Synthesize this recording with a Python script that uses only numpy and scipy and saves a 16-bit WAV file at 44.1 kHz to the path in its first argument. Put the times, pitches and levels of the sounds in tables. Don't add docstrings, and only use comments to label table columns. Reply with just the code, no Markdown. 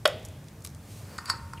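import sys
import numpy as np
from scipy import signal
from scipy.io import wavfile

SR = 44100
rng = np.random.default_rng(int(sys.argv[2]) if len(sys.argv) > 2 else 0)


def generate_wav(sig):
    pcm = np.round(np.clip(np.atleast_2d(sig).T, -1, 1) * 32767).astype(np.int16)
    wavfile.write(sys.argv[1], SR, pcm)


def magnitude_from_level(level_db):
    exponent = np.asarray(level_db, float) / 20
    return 10 ** exponent


N = 70560

# [f/Hz, density/dB per Hz]
AIR_SPECTRUM = [(12, -43), (20, -20), (102, 10.5), (360, -10.5), (438, -13.5), (564, -13), (883, -28.5),
                (15000, -39), (16300, -34)]
# [f/Hz, density/dB per Hz]
CAPSULE_SPECTRUM = [(59, -94), (100, -61), (239, -26), (442, -6), (524, -9.5), (8460, -17), (16000, -29)]
# [t/s, sliding level/dB, dragging level/dB]
HOSE_EFFORT = [
    (.78, -63.5, -57),
    (.86, -59, -56),
    (.92, -53.5, -56.5),
    (1.0, -54, -54),
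    (1.06, -58, -53),
    (1.14, -56.5, -47.5),
    (1.2, -58, -53.5),
    (1.4, -60.5, -84),
]
# [f/Hz, density/dB per Hz]
SLIDE_SPECTRUM = [(800, -42), (2000, 8.5), (3200, 8), (5000, 9.5), (8500, 8.5), (11000, 16), (15000, -22)]
# [f/Hz, density/dB per Hz]
DRAG_SPECTRUM = [(500, 8.5), (1000, 3.5), (2200, -3.5), (3200, -23), (5500, -12), (8000, -21), (15000, -14)]
SNAP_S = [
    .0542,
    .0553,
    .0566,
    .0581,
    .0597,
]
SNAP_DB = [
    -15,
    -13,
    -9.5,
    -17,
    -17.5,
]
# [f/Hz, level/dB, t60/s]
HOUSING_MODES = [(979, -3.5, 0.023), (1127, -1, 0.019), (1436, -3.5, 0.015), (1623, -8.5, 0.014),
                 (1820, -10, 0.016), (1992, -19.5, 0.059), (2290, -14.5, 0.033), (2480, -13.5, 0.022),
                 (2957, -11, 0.031), (3370, -4.5, 0.018), (3735, -13, 0.03), (4400, -8, 0.0086),
                 (5300, -15, 0.013), (6100, -36, 0.0078)]
# [f/Hz, level/dB, t60/s]
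HOLLOW_MODES = [(405, -27, 0.015), (500, -19, 0.044), (563, -23.5, 0.061), (616, -10.5, 0.079),
                (730, -20.5, 0.024)]
# [f/Hz, level/dB, t60/s]
COVER_MODES = [(499.3, -33.5, 0.31), (559, -34, 0.22), (580.5, -26, 0.13), (633, -44, 0.67),
               (637, -58, 0.18), (682, -29, 0.24), (724.6, -43, 0.34), (788, -50, 0.37), (1488, -48, 0.44),
               (1966, -47, 0.19), (2560, -43, 0.24), (3132, -52.5, 0.67), (3320, -54.5, 0.83),
               (3670, -42.5, 0.23)]
# [f/Hz, density/dB per Hz]
SHIVER_SPECTRUM = [(300, -10.5), (600, 7), (1000, -12), (2000, -6), (3300, -3.5), (5000, -18.5),
                   (9000, -28.5), (15000, -34.5)]
# [t/s, length/s]
TICK_TIMES = [(.0544, .002), (.0572, .002), (.0676, .001), (.0771, .0004), (.197, .002), (.228, .002),
              (.2315, .002), (.2503, .002), (.2545, .003), (.261, .002), (.2845, .001), (.286, .0015),
              (.4425, .001), (.4838, .002), (.606, .0015), (.621, .001), (.6232, .0015), (.6427, .0005),
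              (.646, .002), (.6482, .001), (.6497, .001), (.652, .004), (.6633, .0006), (.6727, .0004),
              (.674, .002), (.691, .003), (.6996, .0005), (.703, .0005), (.7478, .0015), (1.181, .004),
              (1.257, .0007), (1.2795, .002), (1.2942, .002), (1.2983, .002), (1.3035, .002),
              (1.5345, .003)]
# [level/dB, centre f/Hz, width/octaves]
TICK_SOUNDS = [(-28, 10000, 1.6), (-27, 10000, 1.2), (-37, 10000, .9), (-24, 8000, 1.7),
               (-54.5, 10000, 1.5), (-53, 4600, 1.8), (-57, 6500, 1.5), (-41, 7200, 1.4), (-42, 7500, 1.1),
               (-50, 9000, 1.6), (-52, 7500, 1.2), (-44, 7500, 1.3), (-54, 6500, 1.1), (-46, 4500, 1.8),
               (-51, 6500, 1.5), (-50, 6000, 1.9), (-48, 7500, .7), (-44, 9000, 1.9), (-46, 7200, 1.8),
               (-40, 7400, 1.9), (-32, 4500, 3.1), (-44, 5500, 2.2), (-35, 4200, 3.1), (-34, 4200, 3.1),
               (-46, 6500, 1.8), (-53, 6000, .9), (-52, 10500, .9), (-52, 4500, 1.5), (-46, 6000, 1.8),
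               (-39, 4800, 2.2), (-36, 7000, 2.4), (-47, 8500, .9), (-37, 5500, 2.1), (-27, 5200, 2.4),
               (-32, 9500, .9), (-45, 6500, 1.3)]
# [f/Hz, t60/s]
HALL_DECAY = [(301, 0.91), (601, 0.33), (1501, 0.22), (3501, 0.22), (8001, 0.2), (15001, 0.08)]
# [t/s, level/dB, f/Hz, length/s]
SQUEAKS = [
    (1.12, -55, 600, .025),
    (1.571, -51, 2950, .014),
    (1.580, -52, 2500, .009),
    (1.594, -55, 2800, .006),
    (.775, -57, 1100, .01),
    (.670, -53, 1100, .014),
    (.648, -54, 1150, .01),
]
KNOCK_S = [1.1812, 1.1835, 1.1868, 1.257, 1.2942, 1.2982, 1.2997, 1.3015, 1.305, 1.533, 1.5352]
# [body level/dB, brass level/dB, favoured body f/Hz]
KNOCK_SOUNDS = [(-44, -44.5, 2600), (-40.5, -43, 1600), (-28.5, -42.5, 1650), (-35.5, -42.5, 2300),
                (-36, -48, 780), (-27, -27, 1790), (-23, -29, 1500), (-25, -25.5, 1210), (-39, -41, 2400),
                (-34.5, -56, 770), (-32.5, -63, 1050)]
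# [f/Hz, level/dB, t60/s]
BODY_MODES = [(1070, -1, 0.049), (1106, -1.5, 0.023), (1271, -1, 0.042), (1343, -3.5, 0.038),
              (1378, -1.5, 0.046), (1483, -1, 0.029), (1600, -13.5, 0.025), (1640, -24, 0.031),
              (1817, -5, 0.065), (2150, -13, 0.043), (2240, -7, 0.0074), (2550, -5.5, 0.018)]
# [f/Hz, level/dB, t60/s]
BRASS_MODES = [(4090, -0.5, 0.014), (4368, -2.5, 0.035), (4512, -5, 0.061), (4683, -2.5, 0.09),
               (4900, -5.5, 0.035), (5190, 0, 0.026), (5230, -13, 0.017), (6790, -11.5, 0.074),
               (7897, -9, 0.065), (8010, -14.5, 0.15), (9200, -9.5, 0.042), (10430, -27, 0.033),
               (11100, -19, 0.022), (13000, -27, .04)]
# [t/s, body level/dB, brass level/dB]
GRIND_EFFORT = [
    (.98, -96, -89),
    (1.08, -84.5, -84),
    (1.17, -79.5, -82),
    (1.25, -71.5, -90),
    (1.259, -69, -75),
    (1.294, -59.5, -61),
    (1.33, -65, -70),
    (1.45, -77.5, -91),
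    (1.6, -79, -103),
]
# [t/s, level/dB]
FRAME_HITS = [
    (1.195, -52),
    (1.299, -41),
    (1.412, -47),
    (1.537, -46),
]
# [t/s, level/dB, f/Hz, t60/s]
THUMPS = [
    (1.422, -32.5, 81.3, 0.35),
]


def rms_one(x):
    return x / np.sqrt(np.mean(x ** 2) + 1e-20)


def at_hz(points, hz):
    table_hz, value = np.transpose(points)
    return np.interp(np.log(hz), np.log(table_hz), value)


def band(x, low_hz, high_hz):
    edges_hz = [low_hz, min(high_hz, 0.45 * SR)]
    return signal.sosfilt(signal.butter(2, edges_hz, "band", fs=SR, output="sos"), x)


def ring(clicks, hz, t60_s):
    r, w = magnitude_from_level(-60 / (t60_s * SR)), 2 * np.pi * hz / SR
    return signal.lfilter([0, np.sin(w)], [1, -2 * r * np.cos(w), r * r], clicks + 1e-18)


def struck(times_s, db, modes, favour_hz=None):
    out = np.zeros(N)
    at = (np.asarray(times_s) * SR).astype(int)
    spread_db = 2.5 * rng.standard_normal((len(times_s), len(modes)))
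    for k, (hz, level_db, t60_s) in enumerate(modes):
        if favour_hz is None:
            off_db, sign = 0, (-1) ** k
        else:
            off_db, sign = 24 * np.abs(np.log2(hz / favour_hz)), 1
        clicks = np.zeros(N)
        clicks[at] = sign * magnitude_from_level(db + level_db - off_db + spread_db[:, k])
        out += ring(clicks, hz, t60_s)
    return out


def grains(per_s, spread_db):
    sizes = magnitude_from_level(spread_db * np.minimum(rng.exponential(1, N), 4)) * rng.choice([-1, 1], N)
    return rms_one(sizes * (rng.random(N) < per_s / SR))


def coloured(spectrum, patchy_db):
    out, settle = 0, 8000
    white = rng.standard_normal((2, N + settle))
    for k, low_hz in enumerate(20 * 2 ** np.arange(0, 10, 0.5)):
        flicker = np.interp(np.arange(N), np.linspace(0, N, 30), rng.standard_normal(30))
        gain = magnitude_from_level(at_hz(spectrum, low_hz * 2 ** 0.25) + patchy_db * flicker)
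        out = out + gain * band(white[k % 2], low_hz, low_hz * 2 ** 0.5)[settle:]
    return rms_one(out)


def air():
    centre_hz, width_hz, settle = 93.4, 30, 8000
    white = rng.standard_normal(N + settle)
    duct = band(white, centre_hz - width_hz / 2, centre_hz + width_hz / 2)[settle:]
    return magnitude_from_level(-45.5) * coloured(AIR_SPECTRUM, patchy_db=-0.5) + magnitude_from_level(-51.5) * rms_one(duct)


def capsule_hiss():
    return magnitude_from_level(-69) * coloured(CAPSULE_SPECTRUM, patchy_db=0.5)


def rubbing():
    t = np.arange(N) / SR
    when_s, slide_db, drag_db = np.transpose(HOSE_EFFORT)
    slide = coloured(SLIDE_SPECTRUM, patchy_db=0)
    drag = band(coloured(DRAG_SPECTRUM, patchy_db=1), 400, 16000)
    return magnitude_from_level(np.interp(t, when_s, slide_db)) * slide + magnitude_from_level(np.interp(t, when_s, drag_db)) * drag


def snap():
    crack_db, crack_s, crack_hz = -12.5, 0.017, 1360
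    shiver_db, shiver_t60_s = -41, 0.9
    age = np.arange(N) / SR - SNAP_S[0]
    started = age > 0
    crack = rng.standard_normal(N) * started * np.exp(-3 * np.abs(age) / crack_s)
    shiver = coloured(SHIVER_SPECTRUM, patchy_db=1) * started
    shiver = shiver * magnitude_from_level(shiver_db - 60 * np.abs(age) / shiver_t60_s)
    rings = struck(SNAP_S, np.array(SNAP_DB), HOUSING_MODES)
    rings += struck(SNAP_S[:1], 0, HOLLOW_MODES)
    rings += struck(SNAP_S[2:3], 0, COVER_MODES)
    rings += magnitude_from_level(crack_db) * band(crack, crack_hz / 3, crack_hz * 3)
    return band(rings, 300, 16000) + shiver


def ticks():
    size, lead = 2048, 5
    out, age = np.zeros(N + size), np.arange(size) / SR
    crackle = grains(per_s=5000, spread_db=3)
    for (s, length_s), (db, hz, octaves) in zip(TICK_TIMES, TICK_SOUNDS):
        i = int(s * SR)
        wide = 2 ** (max(octaves, 0.3) / 2)
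        fade_s = 0.4 * length_s + 0.0003
        burst = np.clip(crackle[i:i + size], -4, 4) * np.exp(-np.maximum(age - length_s, 0) / fade_s)
        burst[2:4] += lead * np.array([1, -0.5])
        burst = band(burst, hz / wide, hz * wide)
        burst = band(burst, hz / wide / 1.3, hz * wide * 1.3)
        out[i:i + size] += magnitude_from_level(db + 3) * burst
    return band(out[:N], 400, 12000)


def hall(x):
    onset_s = 0.0021
    t, tail = np.arange(SR) / SR, 0
    for low_hz in 200 * 2 ** np.arange(0, 6.5, 0.5):
        noise = band(rng.standard_normal(SR), low_hz, low_hz * 2 ** 0.5)
        tail = tail + noise * magnitude_from_level(-60 * t / at_hz(HALL_DECAY, low_hz * 2 ** 0.25))
    tail = tail * np.clip(t / onset_s, 0, 1) ** 2
    return signal.fftconvolve(x, tail / np.sqrt(np.sum(tail ** 2)))[:N]


def squeaks():
    t, out = np.arange(N) / SR, 0
    for s, db, hz, length_s in SQUEAKS:
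        swell = np.sin(np.pi * np.clip((t - s) / length_s, 0, 1))
        tone = rms_one(ring(rng.standard_normal(N), hz, 20 / hz))
        out = out + magnitude_from_level(db) * swell * tone
    return out


def coupling():
    body_db, brass_db, favour_hz = np.transpose(KNOCK_SOUNDS)
    out = band(struck(KNOCK_S, body_db, BODY_MODES, favour_hz), 916, 2600)
    out += band(struck(KNOCK_S, brass_db, BRASS_MODES), 2700, 15000)
    t = np.arange(N) / SR
    when_s, *efforts_db = np.transpose(GRIND_EFFORT)
    for modes, effort_db in zip((BODY_MODES, BRASS_MODES), efforts_db):
        effort = magnitude_from_level(np.interp(t, when_s, effort_db, left=-200))
        for hz, level_db, t60_s in modes:
            scrape = effort * grains(per_s=2000, spread_db=4.6) * magnitude_from_level(level_db)
            out += ring(scrape, hz, t60_s / 2)
    return out


def frame():
    frame_hz, t60_s, rise_s = 922, 0.45, 0.008
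    t, level = np.arange(N) / SR, 0
    for s, db in FRAME_HITS:
        age = np.maximum(t - s, 0)
        hit = magnitude_from_level(db - 60 * age / t60_s) * np.clip(age / rise_s, 0.3, 1)
        level = np.where(t > s, hit, level)
    return band(level * np.sin(2 * np.pi * frame_hz * t), 860, 990)


def thumps():
    return sum(band(struck([s], db, [(hz, 0, t60_s)]), 40, 220) for s, db, hz, t60_s in THUMPS)


def scene():
    hall_db, hall_side_db, air_side_db = -14, -43, -45
    near = snap() + ticks() + coupling() + squeaks() + frame()
    mid = near + magnitude_from_level(hall_db) * hall(near) + rubbing() + thumps() + air()
    side = capsule_hiss() + magnitude_from_level(hall_side_db + hall_db) * hall(near) + magnitude_from_level(air_side_db) * air()
    return mid + side * [[1], [-1]]


def low_pass(x):
    return signal.sosfilt(signal.butter(12, 16480, fs=SR, output="sos"), x)


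def record(dry):
    top = signal.cheby2(8, 22, 16000, fs=SR, output="sos")
    mix = signal.sosfilt(top, dry)
    return low_pass(mix)


dry = scene()
out = record(dry)
generate_wav(out)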